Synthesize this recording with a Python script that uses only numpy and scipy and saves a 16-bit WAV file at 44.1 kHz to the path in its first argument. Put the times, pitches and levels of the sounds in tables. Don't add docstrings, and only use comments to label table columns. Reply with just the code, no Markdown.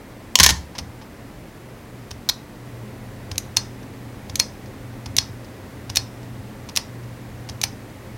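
import sys
import numpy as np
from scipy import signal
from scipy.fft import rfft, irfft, next_fast_len
from scipy.io import wavfile
from scipy.ndimage import uniform_filter1d

SR = 44100
rng = np.random.default_rng(int(sys.argv[2]) if len(sys.argv) > 2 else 0)


def pcm_store(signal):
    levels = np.round(np.clip(np.atleast_2d(signal), -1, 1) * 32767)
    wavfile.write(sys.argv[1], SR, levels.astype(np.int16).T)


N = 360297
RING_T = np.arange(2 ** 14 + 2 ** 13) / SR

# t/s, level/dB, bounce delay/ms, bounce/dB re hit, tilt/dB per octave, recoil/dB
SHUTTER_HITS = [(.3885, -6, 1.8, -15, -.5, -35), (.3991, 1.5, 3.8, -1.5, -1, -18),
                (.4125, -17, 8, -6, 0, -33), (.431, 0, 4, 1.5, 3, -23), (.4423, -1.5, 4.8, -7, -1, -40),
                (.4624, 3, 3.4, -18, 1, -22), (.490, -5, 6.8, -3, -1.5, -31), (.5045, -9, 5.5, -12, 0, -24)]
# t/s, level/dB, rattle/ms, tilt/dB per octave
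BUTTON_KNOCKS = [(.751, -28, 12, -4), (.782, -26, 3.3, 2), (.786, -20, 6.1, .5), (1.014, -35, 16, -5)]
# t/s, knock/dB, touch lead/ms, touch/dB, body jolt/dB
DIAL_GRIPS = [(2.1124, -26.5, 4.4, -32, -30), (3.3155, -26, 1.5, -29, -23.5), (4.2975, -31, 1.5, -32, -26),
              (5.062, -31, 3, -29, -26), (5.8994, -24, 4.2, -31, -27.5), (6.696, -33, 7.5, -29.5, -38),
              (7.4962, -26.5, 7.2, -28.5, -29)]
# t/s, snap/dB, tilt/dB per octave, snap pitch ratio, top plate/dB, spring/dB
DETENT_DROPS = [(2.2951, -15, -1.5, .92, -23, -25), (3.569, -5, .5, 1, -15.5, -19.5),
                (4.398, -6, 1.5, 1, -14, -17.5), (5.1848, -4, -1, .96, -20.5, -23),
                (5.97, -6.5, 2, .94, -16.5, -21), (6.7723, -9.5, 1.5, .92, -16, -31),
                (7.637, -10.5, -1, .99, -15, -32)]


def undb(db):
    return 10 ** (np.asarray(db) / 20)


def unit(x):
    return x / np.sqrt(np.mean(x ** 2))


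def add(track, s, sound):
    i = int(round(s * SR))
    track[i:i + len(sound)] += sound[:N - i]


def colour(x, points, tilt_db=0):
    size = next_fast_len(len(x))
    octave = np.log2(np.maximum(np.fft.rfftfreq(size, 1 / SR), 1))
    hz, db = np.transpose(points)
    tilt = tilt_db * np.maximum(octave - np.log2(5000), -2)
    gain = undb(np.interp(octave, np.log2(hz), db) + tilt)
    cepstrum = irfft(np.log(gain), size)
    cepstrum[1:size // 2] *= 2
    cepstrum[size // 2 + 1:] = 0
    return irfft(rfft(x, size) * np.exp(rfft(cepstrum)), size)[:len(x)]


def whiten(force):
    power = uniform_filter1d(np.abs(rfft(force)) ** 2, size=500)
    hz = np.fft.rfftfreq(len(force), 1 / SR)
    return colour(force, np.column_stack([hz, -10 * np.log10(power)])[1:])


def fade(t60):
    return np.exp(-np.log(1000) * RING_T / t60)


def modes(table):
    return sum(undb(db) * fade(t60) * np.sin(2 * np.pi * hz * RING_T) for hz, db, t60 in table)


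def dense_ring(points, t60):
    return unit(colour(rng.standard_normal(len(RING_T)), points)) * fade(t60)


def blow(points, rattle_ms, tilt_db=0, *, spike, tail_db, tail_t60, rise_ms):
    ms = RING_T * 1000
    attack = 1 - np.exp(-ms / rise_ms)
    decay = np.exp(-ms / max(rattle_ms, .2)) + undb(tail_db) * fade(tail_t60)
    rebounds = unit(rng.standard_normal(len(ms)) * undb(3.36 * rng.standard_normal(len(ms))))
    force = rebounds * attack * decay
    force[np.searchsorted(ms, rise_ms)] += spike
    click = colour(whiten(force), points, tilt_db)
    return click / np.sqrt(np.sum(click ** 2) / (SR * 2 / 1000))


def fan():
    # f/Hz, level/dB
    air_eq = [(15, -20), (36, 0.5), (60, -1.5), (130, -1), (250, -1.5), (400, -5.5), (700, -10.5),
              (1400, -17), (2000, -17.5), (3100, -24.5), (7000, -30.5), (15500, -34)]
    # f/Hz, width/Hz, early level/dB, late level/dB
    drone_bands = [(96, 20, -63, -47), (119.8, 10.4, -49.5, -49), (213, 20, -54, -50.5),
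                   (264.1, 3.5, -59.5, -51), (287.4, 19.5, -53.5, -57.5), (527, 30, -66.5, -56),
                   (1940, 370, -63.5, -61)]
    # f/Hz, early level/dB, late level/dB
    hum_tones = [(119.3, -60, -51), (120.2, -49.5, -42.5)]
    t = np.arange(N) / SR
    late = np.clip((t - 2.65) / .026, 0, 1)
    out = unit(colour(rng.standard_normal(N), air_eq)) * undb(-38.5 - 2.5 + 1.24 * late)
    size = next_fast_len(N)
    f = np.fft.rfftfreq(size, 1 / SR)
    for hz, width, early_db, late_db in drone_bands:
        band = np.exp(-2 * ((f - hz) / width) ** 2)
        phases = np.exp(2j * np.pi * rng.random(len(f)))
        drone = unit(irfft(band * phases, size)[:N])
        out += drone * undb(early_db + (late_db - early_db) * late)
    for hz, early_db, late_db in hum_tones:
        hum = unit(np.sin(2 * np.pi * (hz * t + rng.random())))
        out += hum * undb(early_db + (late_db - early_db) * late)
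    return out


def room(x, wet_db, t60):
    # f/Hz, level/dB
    room_eq = [(150, -5), (1000, 4), (3000, -4.5), (5500, -3.5), (8000, -3), (12000, -7), (16000, -17)]
    tail = dense_ring(room_eq, t60) * (1 - np.exp(-RING_T / .0098))
    tail /= np.sqrt(np.sum(tail ** 2))
    return x + undb(wet_db) * signal.fftconvolve(x, tail)[:N]


def thumps():
    # f/Hz, level/dB, t60/s
    table_modes = [(70.2, -3, 0.46), (84.2, 0, 0.47), (118, -5.5, 0.33), (171.2, -4.5, 0.4),
                   (242, -9.5, 0.052)]
    # f/Hz, level/dB, t60/s
    body_modes = [(97, -3, 0.33), (77, -6, 0.29)]
    out = np.zeros(N)
    table, body = modes(table_modes), modes(body_modes)
    for s, *_, recoil_db in SHUTTER_HITS:
        add(out, s + .008, undb(recoil_db) * table)
    for s, db, *_ in BUTTON_KNOCKS:
        add(out, s + .024, undb(db - 14) * table)
    for s, *_, jolt_db in DIAL_GRIPS:
        add(out, s, undb(jolt_db) * body)
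    for s, db, *_ in DETENT_DROPS:
        add(out, s, undb(db - 24) * body)
    low_cut = signal.butter(4, 55, "high", fs=SR, output="sos")
    return signal.sosfilt(low_cut, out)


def knock(rattle_ms, tilt_db=0):
    # f/Hz, level/dB
    knock_eq = [(250, -11.5), (700, -2), (1000, 3), (1400, -8), (2300, -3.5), (4300, -2), (5300, 2.5),
                (6300, -2.5), (7500, -15), (9200, -13), (15000, -26)]
    return blow(knock_eq, rattle_ms, tilt_db, spike=1, tail_db=-25, tail_t60=.11, rise_ms=.39)


def tick(rattle_ms, tilt_db):
    # f/Hz, level/dB
    tick_eq = [(500, -24), (1400, -22), (2400, -8.5), (3300, -11), (3900, -2), (5000, -7.5), (6300, 2),
               (7700, -11), (10200, -8.5), (12000, -10.5), (13000, -8), (15000, -24)]
    return blow(tick_eq, rattle_ms, tilt_db, spike=2.2, tail_db=-24, tail_t60=.078, rise_ms=.4)


def button():
    out = np.zeros(N)
    for s, db, rattle_ms, tilt_db in BUTTON_KNOCKS:
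        add(out, s, undb(db) * knock(rattle_ms, tilt_db))
    return out


def dial_handling():
    # t/s, level/dB
    catch_ticks = [(3.357, -35), (3.38, -12), (4.356, -15), (5.166, -12), (5.952, -29), (5.9582, -13.5),
                   (6.7553, -29.5), (6.762, -14), (7.6146, -17.5)]
    out = np.zeros(N)
    for s, db, lead_ms, touch_db, _ in DIAL_GRIPS:
        add(out, s - lead_ms / 1000, undb(touch_db) * knock(rattle_ms=3.8))
        add(out, s, undb(db) * knock(rattle_ms=1.8, tilt_db=1.5))
    for s, db in catch_ticks:
        add(out, s, undb(db) * tick(rattle_ms=1.6, tilt_db=3.2 + .31 * db))
    for s, db, *_ in DETENT_DROPS:
        add(out, s - 4.1 / 1000, undb(-21) * tick(rattle_ms=3.1, tilt_db=-3))
        add(out, s + .26, undb(db - 37.5) * knock(rattle_ms=7))
    return out


def dial_scrape():
    # f/Hz, level/dB
    scrape_eq = [(500, -20.5), (1000, -14), (2200, -21), (3100, -16), (3500, -3), (4200, 3.5), (4650, -12),
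                 (5200, 0.5), (5600, -4), (6100, -10), (7500, -15), (8600, -22), (13000, -14), (15500, -22)]
    start_s, gap_ms = 2.2889, 3.2
    out = np.zeros(N)
    for i in range(3):
        slip = blow(scrape_eq, rattle_ms=1.6, spike=1.3, tail_db=-31, tail_t60=.067, rise_ms=.7)
        add(out, start_s + i * gap_ms / 1000, undb(-11.5) * slip)
    return out


def detents():
    # f/Hz, level/dB
    snap_eq = [(350, -23), (1000, -16.5), (1350, -26.5), (2400, -9.5), (3200, -9.5), (3850, -0.5),
               (4600, -8.5), (5200, 1), (6300, 1), (6800, -14), (8500, -13.5), (10900, -20), (12500, -30),
               (15500, -29)]
    # f/Hz, level/dB
    plate_eq = [(300, -30), (650, -7.5), (1020, -1.5), (1350, -11), (1900, 0), (2600, 2.5), (3300, -10),
                (5000, -13), (7500, -12), (9500, -4), (15000, -15.5)]
    # f/Hz, level/dB
    shimmer_eq = [(400, -17), (900, 7), (1400, -3), (3800, -5), (5000, 10), (6200, 1), (7200, -34),
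                  (11000, -23), (15000, -27.5)]
    # f/Hz, level/dB, t60/s
    spring_modes = [(4300, 3.5, 0.099), (5050, -18, 0.056), (4990, -23, 0.29), (5130, -25.5, 0.43),
                    (5830, -28.5, .21), (6800, -8.5, 0.063)]
    spring = modes(spring_modes)
    out = np.zeros(N)
    for s, db, tilt_db, pitch, plate_db, spring_db in DETENT_DROPS:
        pitched_eq = np.array(snap_eq) * [pitch, 1]
        rattle_ms = 1.05 - .11 * db
        snap = blow(pitched_eq, rattle_ms, tilt_db, spike=2.37, tail_db=-30, tail_t60=.037, rise_ms=.25)
        plate = blow(plate_eq, rattle_ms=2.7, spike=5.6, tail_db=-16, tail_t60=.08, rise_ms=.392)
        shimmer = undb(-26 + .62 * db) * dense_ring(shimmer_eq, t60=.19)
        add(out, s, undb(db) * snap + undb(plate_db) * plate + undb(spring_db) * spring + shimmer)
    return out


def shutter():
    # f/Hz, level/dB
    latch_eq = [(600, -17), (1000, -5), (1400, -22.5), (2300, -8.5), (3250, 3), (3850, -9.5), (4400, 3.5),
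                (4900, -12), (5300, 4.5), (6000, -6), (6450, -0.5), (7100, -5), (9000, -16), (15500, -16)]
    # f/Hz, level/dB
    shutter_eq = [(100, -9), (450, -9.5), (700, -9), (1000, -1.5), (1300, -11.5), (1800, 0), (2500, -5),
                  (3300, 0), (4100, -0.5), (5300, 0.5), (6500, -0.5), (8400, -11.5), (10500, -9.5),
                  (15500, -20.5)]
    # f/Hz, level/dB, t60/s
    frame_modes = [(1030, -2.5, .04), (1054, -15, 0.146), (1491, -12.5, 0.2), (1743, 0, 0.0605),
                   (1841, -8, 0.14), (2260, -7, 0.18), (3410, -4, .04), (3640, -1, 0.042), (4190, -1, .1),
                   (4460, -4, 0.18), (5100, -6, .1), (5383, -5, .16), (5560, 0, .06), (5625, -5, .1),
                   (6140, -5, 0.152), (6200, 1, 0.19)]
    out = np.zeros(N)
    latch = blow(latch_eq, rattle_ms=1.8, spike=3.2, tail_db=-37.5, tail_t60=.17, rise_ms=.63)
    add(out, .3548, undb(1.6) * latch)
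    for hit_s, hit_db, gap_ms, bounce_db, tilt_db, _ in SHUTTER_HITS:
        rattle_ms = .6 * gap_ms
        for s, db in (hit_s, hit_db), (hit_s + gap_ms / 1000, hit_db + bounce_db):
            click = blow(shutter_eq, rattle_ms, tilt_db, spike=1.3, tail_db=-23, tail_t60=.14, rise_ms=.55)
            frame = sum(rng.choice([-1, 1]) * modes([mode]) for mode in frame_modes)
            add(out, s, undb(db) * (undb(-1.94) * click + undb(-26) * frame))
    return out


def scene():
    shot = room(shutter(), wet_db=-18, t60=.29)
    controls = room(button() + dial_handling() + dial_scrape() + detents(), wet_db=-21, t60=.26)
    mono = shot + controls + thumps() + fan()
    hiss = undb(-66) * rng.standard_normal((2, N))
    return mono + hiss


def record(dry):
    high_cut = signal.ellip(10, .1, 70, 15900, fs=SR, output="sos")
    return signal.sosfilt(high_cut, np.clip(dry, -1, 1))


dry = scene()
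out = record(dry)
pcm_store(out)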